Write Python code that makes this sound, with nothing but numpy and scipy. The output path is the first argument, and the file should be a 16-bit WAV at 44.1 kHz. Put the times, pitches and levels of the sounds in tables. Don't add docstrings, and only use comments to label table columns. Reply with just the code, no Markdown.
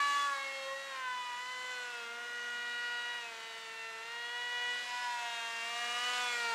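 import sys
import numpy as np
from scipy import signal
from scipy.fft import rfft, irfft
from scipy.io import wavfile
from scipy.ndimage import map_coordinates

SR = 44100
rng = np.random.default_rng(int(sys.argv[2]) if len(sys.argv) > 2 else 0)


def wav_record(signal):
    frames = np.transpose(np.atleast_2d(signal))
    bounded = np.clip(frames, -1, 1)
    quanta = np.round(bounded * 32767).astype(np.int16)
    wavfile.write(sys.argv[1], SR, quanta)


N = 288414


def from_db(db):
    return 10 ** (np.asarray(db) / 20)


def rms_one(x):
    return x / np.sqrt(np.mean(x ** 2) + 1e-20)


def in_time(rows):
    seconds, *columns = np.transpose(rows)
    return [np.interp(np.arange(N) / SR, seconds, column) for column in columns]


def at_hz(points, hz):
    point_hz, point_db = np.array(points).T
    return np.interp(np.log(hz), np.log(point_hz), point_db)


def drift(rate_hz):
    step, settle = 40, 2000
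    pole = np.exp(-2 * np.pi * rate_hz * step / SR)
    raw = rng.standard_normal(N // step + settle + 2)
    slow = rms_one(signal.lfilter([1], [1, -2 * pole, pole * pole], raw)[settle:])
    return np.interp(np.arange(N) / step, np.arange(len(slow)), slow)


def noise(colour):
    hz = np.maximum(np.fft.rfftfreq(N, 1 / SR), 1)
    spectrum = rfft(rng.standard_normal(N)) * from_db(at_hz(colour, hz))
    return rms_one(irfft(spectrum, N))


def delayed(x, lag_s):
    return map_coordinates(x, [np.arange(N) - lag_s * SR], order=3, mode="mirror")


def swell_db(rows):
    t = np.arange(N) / SR
    return sum(db * np.exp(-((t - s) / width) ** 2) for s, db, width in rows)


def partial(angle, level_db, fade_db, flutter):
    phase = angle + rng.uniform(0, 2 * np.pi)
    in_phase = (1 + flutter * drift(21.0)) * np.sin(phase)
    quadrature = flutter * drift(25) * np.cos(phase)
    return np.sqrt(2) * from_db(level_db + fade_db * drift(4.8)) * (in_phase + quadrature)


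# frequency in Hz, mean level in dB.
MACHINE_HUM = [(347.5, -77), (695, -73.5), (1737, -66)]


def machine_hum():
    t = np.arange(N) / SR
    return sum(partial(2 * np.pi * hz * t, db, fade_db=1, flutter=.1) for hz, db in MACHINE_HUM)


# frequency in Hz, relative density in dB per Hz.
TRAFFIC_COLOUR = [(25, -13), (55, 5.5), (85, -1.5), (130, 7.5), (200, 10), (350, 5.5), (800, 12),
                  (2000, -80)]


def far_traffic(level_db=-71):
    return from_db(level_db) * noise(TRAFFIC_COLOUR)


def buildings(plane, echo_db=-23, t60_s=1.2, dull_hz=4000):
    t = np.arange(SR) / SR
    dull = signal.butter(2, dull_hz, fs=SR, output="sos")
    echoes = signal.sosfilt(dull, rng.standard_normal(SR)) * from_db(-60 * t / t60_s)
    wash = signal.fftconvolve(plane, echoes / np.linalg.norm(echoes))[:N]
    return from_db(echo_db) * wash


# time in seconds, lag behind the direct sound in ms.
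PAVEMENT_LAG = [(0.0, 2.4), (1.16, 2.01), (1.9, 1.91), (2.33, 1.99), (3.97, 2.11), (5.59, 1.84),
                (5.9, 1.79), (6.16, 1.87), (6.53, 2.16)]


def pavement_echo(plane, strength=0.44, grit=.12):
    lag_ms, = in_time(PAVEMENT_LAG)
    scatter = [grit, 0, 1 - 2 * grit, 0, grit]
    return strength * np.convolve(delayed(plane, lag_ms / 1000), scatter, "same")


# frequency in Hz, relative density in dB per Hz.
RUSH_COLOUR = [(130, -32), (300, -10.5), (650, 3.5), (1120, 10.5), (1500, 11.5), (1950, 12.5), (2350, 8.5),
               (2800, 8.5), (3800, 1), (5500, -19.5)]
# frequency in Hz, relative density in dB per Hz.
HISS_COLOUR = [(2200, -11.5), (3000, 5.5), (4000, 8), (5500, 5.5), (7300, 5.5), (9000, -1), (10500, -9.5),
               (13000, -13.5), (15500, -25)]
# middle in seconds, gain in dB, half width in seconds.
RUSH_SWELLS = [(.95, 2, 0.074), (1.5, -1.5, .25), (3.15, 4, .02), (3.75, -1, 0.24), (5.65, -1.5, 0.18)]
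RUSH_DB, RUSH_FOLLOWS = -52, 0.53
HISS_DB, HISS_FOLLOWS = -56.5, 0.95


def rush(shaft, near_db, low_cut_hz=220, rush_pulsing=0.31, hiss_pulsing=0.45):
    chop = np.cos(2 * shaft)
    rush_db = RUSH_DB + RUSH_FOLLOWS * near_db + swell_db(RUSH_SWELLS)
    hiss_db = HISS_DB + HISS_FOLLOWS * near_db
    low = from_db(rush_db) * noise(RUSH_COLOUR) * np.exp(rush_pulsing * chop)
    high = from_db(hiss_db) * noise(HISS_COLOUR) * np.exp(hiss_pulsing * chop)
    no_bass = signal.butter(2, low_cut_hz, "high", fs=SR, output="sos")
    return signal.sosfilt(no_bass, low + high)


# middle in seconds, shaft order (multiple of the turning rate), gain in dB, half width in seconds.
TONE_SWELLS = [(1.36, 3, -6.5, 0.35), (5.57, 3, -7, 0.17), (4.16, 4, 6.5, 0.033), (5, 4, 6.5, 0.14),
               (5, 4, -8.5, 0.053), (.27, 5, 13, 0.099), (1.39, 5, 12, .45), (4.95, 5, -22, 0.4),
               (6.155, 5, 10.5, 0.25), (6.47, 5, -21, 0.071), (5.76, 6, -8, 0.07), (6.47, 6, 3, 0.08),
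               (0.18, 7, 12.5, 0.18), (0.87, 7, 15.5, 0.49), (5.07, 7, 4, 0.18), (5.7, 7, -18, 0.059),
               (0.017, 8, 11, 0.063), (.27, 8, -10, .04), (2.07, 8, -10, 0.14), (4.03, 8, -6, 0.082),
               (6.38, 8, 8, 0.066), (0.26, 9, 6, 0.11), (0.98, 9, 12, .07), (2.1, 9, 11, 0.077),
               (3.51, 9, 12.5, 0.24), (3.96, 9, 12, 0.25), (6.33, 9, 15, 0.063), (0.335, 10, -17, 0.048),
               (0.74, 10, 3.5, 0.49), (1.55, 10, -15, 0.11), (2.68, 10, 3, 0.12), (4.62, 10, 5.5, .17),
               (.2, 11, -15, .22), (1.02, 11, 11, .06), (1.99, 11, 8, 0.13), (2.37, 11, -13, .25),
               (3.25, 11, 13.5, 0.045), (4.58, 11, -11, 0.35), (6.3, 11, 1, .25), (0.21, 12, 9.5, 0.076),
               (0.49, 12, -11, 0.049), (3.8, 12, 8.5, 0.15), (5.13, 12, -14, 0.055), (6.21, 12, 12, 0.22),
               (6.33, 12, -21, 0.052), (3.6, 13, 12, 0.28), (0.053, 14, 12.5, .11), (0.41, 14, 10.5, 0.12),
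               (0.72, 14, 7, 0.18), (1.14, 14, 6.5, 0.22), (1.94, 14, 9.5, .2), (3.46, 14, 8, 0.18),
               (4.27, 14, 8.5, 0.12), (4.65, 14, 9.5, 0.32), (5.38, 14, 8.5, 0.26), (6.23, 14, 11.5, 0.17),
               (0.63, 16, 10, .08), (2.8, 16, 6.5, 0.35), (3.77, 16, 7, 0.35), (4.8, 16, 7.5, .15),
               (5.38, 16, 6.5, .1), (1.65, 17, 11, 0.38), (3.5, 17, 11, 0.16), (2.85, 18, 6.5, 0.25),
               (3.88, 18, 12, 0.43), (4.75, 18, 6, 0.16), (6.45, 18, 8, 0.39), (2.95, 19, 6, .3),
               (2.84, 20, 4, .2), (3.56, 20, 11, .3), (4.87, 20, 10, .2), (6.46, 20, 10, .08),
               (5.03, 21, 11, .12), (1.9, 23, 9, .45), (0.15, 24, 7.5, 0.091), (2.4, 26, 9, 0.22),
               (2.55, 28, 10, 0.15), (5.3, 28, 13, 0.16), (1.6, 29, 16.5, 0.37), (6.35, 31, 19, 0.077),
               (4.75, 32, 12, 0.11)]


def tone_swell_db(order):
    return swell_db([(s, db, width) for s, k, db, width in TONE_SWELLS if round(k) == order])


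# time in seconds, level in dB.
TURN_HUM = [(0.0, -63), (0.7, -73), (1.5, -75.5), (2.5, -64), (4.3, -85), (4.75, -66.5), (5.1, -76.5),
            (5.9, -63.5), (6.53, -63.5)]
# time in seconds, level in dB.
ODD_ORDERS = [(0.0, -56.5), (0.8, -63), (2.2, -59), (3.05, -54), (3.75, -64), (4.35, -54.5), (5.0, -51.5),
              (6.15, -49.5), (6.53, -49.5)]
# shaft order, level against the common one in dB.
UNBALANCE = [(3, 2), (5, -3), (7, -4), (9, -7), (11, -3.5)]
# frequency in Hz, level of a tone there in relative dB.
RASP_COLOUR = [(3200, -7.5), (3900, -6), (4400, -11), (5200, -13), (7600, -20.5), (11000, -32.5)]
RASP_DB, RASP_FOLLOWS = -56.5, 0.55


def buzz(shaft, turns, near_db, odd_rasp_db=-3.0, count=45):
    hum_db, = in_time(TURN_HUM)
    odd_db, = in_time(ODD_ORDERS)
    even_rasp_db = RASP_DB + RASP_FOLLOWS * near_db
    out = partial(shaft, hum_db, fade_db=1.0, flutter=.08)
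    for order, db in UNBALANCE:
        k = round(order)
        out += partial(k * shaft, odd_db + db + tone_swell_db(k), fade_db=1.6, flutter=.1)
    for k in range(13, count):
        base_db = odd_db + odd_rasp_db if k % 2 else even_rasp_db
        colour_db = at_hz(RASP_COLOUR, k * turns.mean())
        out += partial(k * shaft, base_db + colour_db + tone_swell_db(k), fade_db=1.5, flutter=.12)
    return out


# time in seconds, level in dB.
FIRST_TONE = [(0.0, -61), (0.71, -49), (1.26, -75), (1.65, -58.5), (3.28, -64.5), (4.72, -59), (4.98, -71),
              (6.53, -53.5)]
# time in seconds, level in dB.
SECOND_TONE = [(0.0, -32.5), (0.33, -33.5), (0.39, -42), (0.58, -59), (0.72, -42.5), (0.79, -59.5),
               (1.08, -42.5), (2.35, -65), (3.1, -54), (3.54, -63.5), (4.7, -51), (4.79, -68), (4.98, -43),
               (5.91, -57), (6.25, -46.5), (6.36, -57), (6.53, -41.5)]
# time in seconds, level in dB.
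THIRD_TONE = [(0.0, -39), (0.43, -47.5), (0.52, -72), (1.1, -45), (1.22, -65.0), (1.78, -48), (2.93, -45.5),
              (3.35, -61.5), (4.8, -50.5), (4.85, -68), (4.95, -51), (6.53, -45.5)]
# time in seconds, level in dB.
UPPER_WHINE = [(0.0, -53), (0.3, -58), (0.46, -46.5), (0.78, -62), (1.0, -55), (3.17, -48), (3.29, -63),
               (4.69, -43.5), (4.89, -51), (5.9, -45), (6.08, -43.5), (6.28, -56.5), (6.53, -49.5)]
FOURTH_DB, SIXTH_DB = 2, -1.5
FIFTH_DB, FIFTH_FOLLOWS = -58, 1.29


def whine(shaft, near_db):
    first_db, = in_time(FIRST_TONE)
    second_db, = in_time(SECOND_TONE)
    third_db, = in_time(THIRD_TONE)
    upper_db, = in_time(UPPER_WHINE)
    fifth_db = FIFTH_DB + FIFTH_FOLLOWS * near_db
    levels = [first_db, second_db, third_db, upper_db + FOURTH_DB, fifth_db, upper_db + SIXTH_DB]
    out = np.zeros(N)
    for tone, db in enumerate(levels, 1):
        order = 2 * tone
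        out += partial(order * shaft, db + tone_swell_db(order), fade_db=.6, flutter=.08)
    return out


# time in seconds, turns per second.
SHAFT_SPEED = [(0.0, 285.5), (0.26, 284.2), (0.38, 273.9), (0.65, 269.6), (0.87, 273.8), (1.08, 252.0),
               (1.34, 243.4), (1.49, 251.9), (1.7, 251.5), (1.91, 242.8), (2.0, 235.5), (2.07, 233.2),
               (2.25, 239.8), (3.17, 240.5), (3.35, 226.5), (4.0, 224.9), (4.13, 234.8), (4.38, 241.9),
               (5.03, 245.0), (5.41, 231.4), (5.62, 230.0), (5.76, 237.0), (5.95, 240.4), (6.06, 245.6),
               (6.23, 246.3), (6.53, 229.8)]
# time in seconds, nearness in dB against middle distance.
NEARNESS = [(0.0, 7), (.17, 8.5), (.41, 1), (1.0, -2), (1.8, 0.5), (2.1, -3), (2.7, -1), (4.2, -3),
            (4.85, 2.5), (5.55, 3.5), (6.16, 10.5), (6.53, 7)]


def scene(wobble=0.0003):
    turns, = in_time(SHAFT_SPEED)
    near_db, = in_time(NEARNESS)
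    shaft = 2 * np.pi * np.cumsum(turns * (1 + wobble * drift(13.4))) / SR
    plane = rush(shaft, near_db) + buzz(shaft, turns, near_db) + whine(shaft, near_db)
    background = machine_hum() + far_traffic()
    lot = background + buildings(plane) + pavement_echo(plane) + plane
    return np.tile(lot, (2, 1))


# frequency in Hz, relative density in dB per Hz.
SELF_NOISE = [(3000, -27), (7000, -17), (9000, 7), (15000, 4)]
CUTOFF_HZ = 15280


def record(dry, self_noise_db=-73):
    hiss = np.array([noise(SELF_NOISE), noise(SELF_NOISE)])
    heard = dry + from_db(self_noise_db) * hiss
    fade_in = np.minimum(np.arange(N) / (.003 * SR), 1)
    low_pass = signal.ellip(12, .1, 80, CUTOFF_HZ, fs=SR, output="sos")
    return signal.sosfilt(low_pass, heard * fade_in)


dry = scene()
out = record(dry)
wav_record(out)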